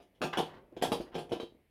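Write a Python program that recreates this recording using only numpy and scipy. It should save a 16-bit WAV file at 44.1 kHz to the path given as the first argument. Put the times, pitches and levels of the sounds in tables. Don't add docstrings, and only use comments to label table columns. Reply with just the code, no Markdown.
import sys
import numpy as np
from scipy import signal
from scipy.fft import rfft, irfft, next_fast_len
from scipy.io import wavfile

SR = 44100
rng = np.random.default_rng(int(sys.argv[2]) if len(sys.argv) > 2 else 0)


def wrap_up_sound(samples):
    columns = np.atleast_2d(samples).T
    tamed = np.clip(columns, -1, 1)
    steps = np.round(tamed * 32767).astype(np.int16)
    wavfile.write(sys.argv[1], SR, steps)


N = 74970
T = np.arange(SR // 2) / SR


def amp(db):
    return 10 ** (np.asarray(db) / 20)


def unit(x):
    return x / np.sqrt(np.mean(x ** 2) + 1e-20)


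def blow(x, duration_s=.03):
    return x / np.sqrt(np.sum(x ** 2) / (duration_s * SR) + 1e-20)


def add(out, start_s, x):
    i = max(0, round(start_s * SR))
    out[i:i + len(x)] += x[:max(0, N - i)]


def colour(x, spectrum):
    hz, db = np.transpose(spectrum)
    size = next_fast_len(len(x) + SR // 10, True)
    bin_hz = np.fft.rfftfreq(size, 1 / SR)
    gain = amp(np.interp(np.log(bin_hz + 1), np.log(hz + 1), db))
    cepstrum = irfft(np.log(gain), size)
    cepstrum[1:size // 2] *= 2
    cepstrum[size // 2 + 1:] = 0
    return irfft(rfft(x, size) * np.exp(rfft(cepstrum)), size)[:len(x)]


def room(direct_db, t60, wall_delay_s=.00092, rise_s=.0015):
    rise = 1 - np.exp(-np.maximum(T - wall_delay_s, 0) / rise_s)
    response = rng.standard_normal(len(T)) * rise * amp(-60 * T / t60)
    response /= np.linalg.norm(response)
    response[0] += amp(direct_db)
    return response


def ring(hz, db, t60, scatter_db, rise_s=.00067, blur_rad=.22):
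    steps = rng.standard_normal((len(hz), len(T) // 100 + 1))
    drift = np.cumsum(steps, axis=1).repeat(100, axis=1)[:, :len(T)]
    phase = 2 * np.pi * (hz[:, None] * T + rng.random((len(hz), 1))) + blur_rad * drift
    struck_db = db + scatter_db * rng.standard_normal(len(hz))
    decay = amp(struck_db[:, None] - 60 * T / t60[:, None])
    return blow(np.sum(decay * np.sin(phase), axis=0) * (1 - np.exp(-T / rise_s)))


# (time [s], level [dB])
RUSTLE_ENVELOPE = [(0, -62.5), (.1, -74), (.2, -70.5), (0.449, -57.5), (.6, -57.5), (0.692, -65.5),
                   (.9, -43), (1.1, -57.5), (1.28, -58), (1.45, -74), (1.6, -70.5), (1.7, -87)]
# (frequency [Hz], relative level [dB])
RUSTLE_SPECTRUM = [(40, 4.5), (150, 3), (380, 8.5), (600, 4), (900, -4), (1400, -15), (3200, -28),
                   (6000, -45.5), (15000, -57)]
ROOM_SPECTRUM = [(20, -29.5), (50, 10), (80, -2.5), (200, -1.5), (450, -11.5), (1200, -24.5), (2100, -13.5),
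                 (3000, -21), (7000, -35.5), (11000, -26.5), (15500, -31.5)]
def background(room_db=-73):
    envelope = amp(np.interp(np.arange(N) / SR, *np.transpose(RUSTLE_ENVELOPE)))
    rustle = unit(colour(rng.standard_normal(N), RUSTLE_SPECTRUM))
    room_noise = unit(colour(rng.standard_normal(N), ROOM_SPECTRUM))
    return envelope * rustle + amp(room_db) * room_noise


# (frequency [Hz], relative level [dB])
LIGHT_SPECTRUM = [(100, -12), (300, -5), (750, 2), (890, 6.5), (1030, 0), (1160, 6.5), (1290, -6.5),
                  (1440, 2.5), (1650, -3), (1950, -0.5), (2300, -12), (2900, -5), (4000, -16), (6500, -31),
                  (8000, -37), (15000, -41)]
def tick(start_s=.5725, level_db=-50, decay_s=.0007):
    out = np.zeros(N)
    noise = unit(colour(rng.standard_normal(len(T)), LIGHT_SPECTRUM))
    add(out, start_s, amp(level_db) * noise * np.exp(-T / decay_s))
    return out


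# (time [s], duration [s], relative level [dB])
SLIDES = [(0.3285, 0.013, -35.5), (0.339, 0.034, -47), (0.433, 0.11, -61.5), (0.533, 0.025, -59),
          (0.551, 0.047, -65), (1.06, .03, -66), (1.117, 0.049, -61.5)]
def scrapes(slips_per_s=4000, spread_db=2.5):
    friction, t = np.zeros(N), np.arange(N) / SR
    impulses = (rng.random(N) < slips_per_s / SR) * rng.choice([-1, 1], N)
    slips = unit(impulses * amp(spread_db * rng.standard_normal(N)))
    for start_s, duration_s, db in SLIDES:
        progress = np.clip((t - start_s) / duration_s, 0, 1)
        friction += amp(db) * slips * np.sqrt(np.abs(np.sin(np.pi * progress)))
    radiated = colour(friction, LIGHT_SPECTRUM) / np.std(colour(slips, LIGHT_SPECTRUM))
    return signal.fftconvolve(radiated, room(direct_db=3.5, t60=.22))[:N]


# (frequency [Hz], relative level [dB], T60 [s])
MOUNT_MODES = [(262, -4, .06), (350, 0, .08), (480, -2, .06), (640, -6, .05)]
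# (frequency [Hz], relative level [dB])
PUSH_SPECTRUM = [(25, -35), (55, -5), (100, 1.5), (200, 7.5), (400, 7), (1000, -61), (4000, -100)]
# (time [s], hollow note level [dB], push level [dB])
MOUNT_BUMPS = [(0.209, -47.5, -77), (.247, -48, -43), (0.399, -37, -49), (.424, -45, -66),
               (.724, -55.5, -82), (.769, -44.5, -65), (0.917, -43.5, -42.5), (0.9998, -41.5, -71),
               (1.004, -42, -63), (1.3184, -35, -51.5), (1.328, -36, -46.5), (1.366, -45, -73),
               (1.431, -44, -72), (1.521, -66, -68.5), (1.548, -65.5, -72)]
def bumps():
    out = np.zeros(N)
    for start_s, hollow_db, push_db in MOUNT_BUMPS:
        hollow = ring(*np.transpose(MOUNT_MODES), scatter_db=-1.8, rise_s=.00051)
        push = blow(colour(room(direct_db=4, t60=.15), PUSH_SPECTRUM))
        add(out, start_s, amp(hollow_db) * hollow + amp(push_db) * push)
    return out


# (frequency [Hz], relative level [dB])
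THUD_SPECTRUM = [(30, -27.5), (70, -24.5), (120, -19.5), (170, -1), (350, 5), (550, 2), (900, -4),
                 (1300, -31.5), (2500, -10.5), (6000, -46)]
# (frequency [Hz], T60 [s], relative level struck at top, wall, seam, base [dB])
LOW_MODES = [(157, .33, -5, 1, -4, -13), (266, .2, -6, -8, -7, -2), (356, .33, -3, -6, -4, 0),
             (411, .24, -8, 0, -1, -4), (464, .25, -4, -1, -1, -2), (532, .22, -2, -4, -1, -4),
             (602, .22, -3, -8, -10, -7), (706, .3, 0, -6, -2, -8), (753, .24, -4, -6, -4, -10),
             (812, .22, -9, -4, -8, -7), (866, .24, -4, -7, -4, -15), (996, .22, -9, -8, -6, -10),
             (1193, .36, -7, -16, -14, -20)]
def thud(place):
    hz, t60, *db_at = np.transpose(LOW_MODES)
    pulse = blow(colour(room(direct_db=-2, t60=.2), THUD_SPECTRUM))
    body = ring(hz, db_at[place], t60, scatter_db=6)
    return amp(-7) * pulse + amp(-6.5) * body


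# (frequency [Hz], relative level struck at top, wall, seam, base [dB])
HIGH_MODES = [(1355, -9, -9, -9, -17), (1590, -7, -11, -6, -15), (1750, -13, -8, -13, -17),
              (2552, -2, -17, -18, -20), (2660, -5, -19, -22, -24), (2778, 0, -19, -20, -24),
              (2918, -19, -2, -14, -18), (3031, -19, -1, -15, -17), (3142, -19, -3, 0, 0),
              (3338, -21, -2, -3, -15), (3402, -9, -6, -7, -15), (3505, -18, -15, -7, -12),
              (3882, -15, -16, -16, -3), (4420, -13, -16, -14, -14), (5052, -18, -22, -8, -20),
              (5405, -18, -11, -19, -22), (6735, -14, -26, -26, -30)]
def steel_ring(place):
    hz, *db_at = np.transpose(HIGH_MODES)
    t60 = .23 * (3000 / hz) ** .2
    return ring(hz, db_at[place], t60, scatter_db=2)


def contact(spectrum, chatter_s, direct_db, t60):
    burst = rng.standard_normal(SR // 20) * np.exp(-T[:SR // 20] / chatter_s)
    reverberant = signal.fftconvolve(burst, room(direct_db, t60))[:len(T)]
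    return blow(colour(reverberant, spectrum))


# (frequency [Hz], relative level [dB])
CRUNCH_SPECTRUM = [(300, -30.5), (850, 8.5), (1200, -2), (1600, -4), (2100, -16), (3000, -21.5),
                   (8000, -67)]
CLACK_SPECTRUM = [(500, -31), (1500, -11), (2100, -10.5), (2700, 1), (3350, 8), (4100, -1), (4600, -1.5),
                  (5400, -5), (7500, -22.5), (14000, -59.5)]
SIZZLE_SPECTRUM = [(2000, -49.5), (5000, 2.5), (6700, 2), (7700, -2), (9800, 2.5), (11800, -2.5),
                   (13000, -7), (15800, -16)]
IMPACT_SPOTS = ("top", "wall", "seam", "base")
# (time [s], relative level of thud, clack, sizzle, ring [dB], spot struck)
IMPACTS = [(.002, -56, -63.5, -87, -82, "top"), (.02, -74, -80.5, -74, -70, "wall"),
           (.15, -85, -72, -85, -75, "wall"), (.2168, -29, -35, -49.5, -38, "top"),
           (.238, -29, -44, -51, -39.5, "top"), (0.3726, -28, -39, -43.5, -33, "wall"),
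           (.385, -28, -32.5, -50, -47, "wall"), (.464, -50, -65, -68, -79, "wall"),
           (0.634, -70, -100, -106, -90, "wall"), (0.7663, -46, -50.5, -73.5, -67, "base"),
           (0.815, -40, -48, -73, -54, "wall"), (0.8232, -26, -34, -38, -37, "seam"),
           (0.8377, -32, -35.5, -48, -38.5, "seam"), (0.9189, -27, -33.5, -42.5, -39, "base"),
           (1.007, -42.5, -50, -61.5, -64, "base"), (1.1445, -44.5, -45, -66.5, -51.5, "wall"),
           (1.153, -32, -49, -58.5, -47, "seam"), (1.183, -36.5, -43, -55, -58, "seam"),
           (1.294, -49.5, -84, -68, -62.5, "wall"), (1.312, -44, -62, -81.5, -71.5, "base"),
           (1.32, -36.5, -42, -55.5, -43, "wall"), (1.351, -41, -81, -77, -62, "base"),
           (1.3997, -37, -46, -61.5, -47, "base"), (1.425, -68, -58.5, -72, -58, "base")]
def knocks(hard_knock_db=-34, crunch_growth=1.37):
    out = np.zeros(N)
    for start_s, thud_db, clack_db, sizzle_db, ring_db, spot in IMPACTS:
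        place = IMPACT_SPOTS.index(spot)
        crunch_db = -37.5 + crunch_growth * (clack_db - hard_knock_db)
        knock = amp(thud_db) * thud(place)
        knock += amp(clack_db - 9.5) * contact(CLACK_SPECTRUM, chatter_s=.0011, direct_db=-12.5, t60=.23)
        knock += amp(crunch_db) * contact(CRUNCH_SPECTRUM, chatter_s=.00091, direct_db=-2.5, t60=.2)
        knock += amp(sizzle_db - 5) * contact(SIZZLE_SPECTRUM, chatter_s=.0037, direct_db=-10, t60=.2)
        knock += amp(ring_db - 4.5) * steel_ring(place)
        add(out, start_s, knock)
    return out


def scene():
    return (knocks() + bumps() + scrapes() + tick() + background())[None]


def record(dry, low_cut_hz=42, top_hz=15900):
    size = next_fast_len(N + SR // 2)
    hz = np.fft.rfftfreq(size, 1 / SR)
    s = 1j * hz / low_cut_hz
    high_pass = s * s / (s * s + s + 1)
    return irfft(rfft(dry, size) * high_pass * (hz < top_hz), size)[..., :N]


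dry = scene()
out = record(dry)
wrap_up_sound(out)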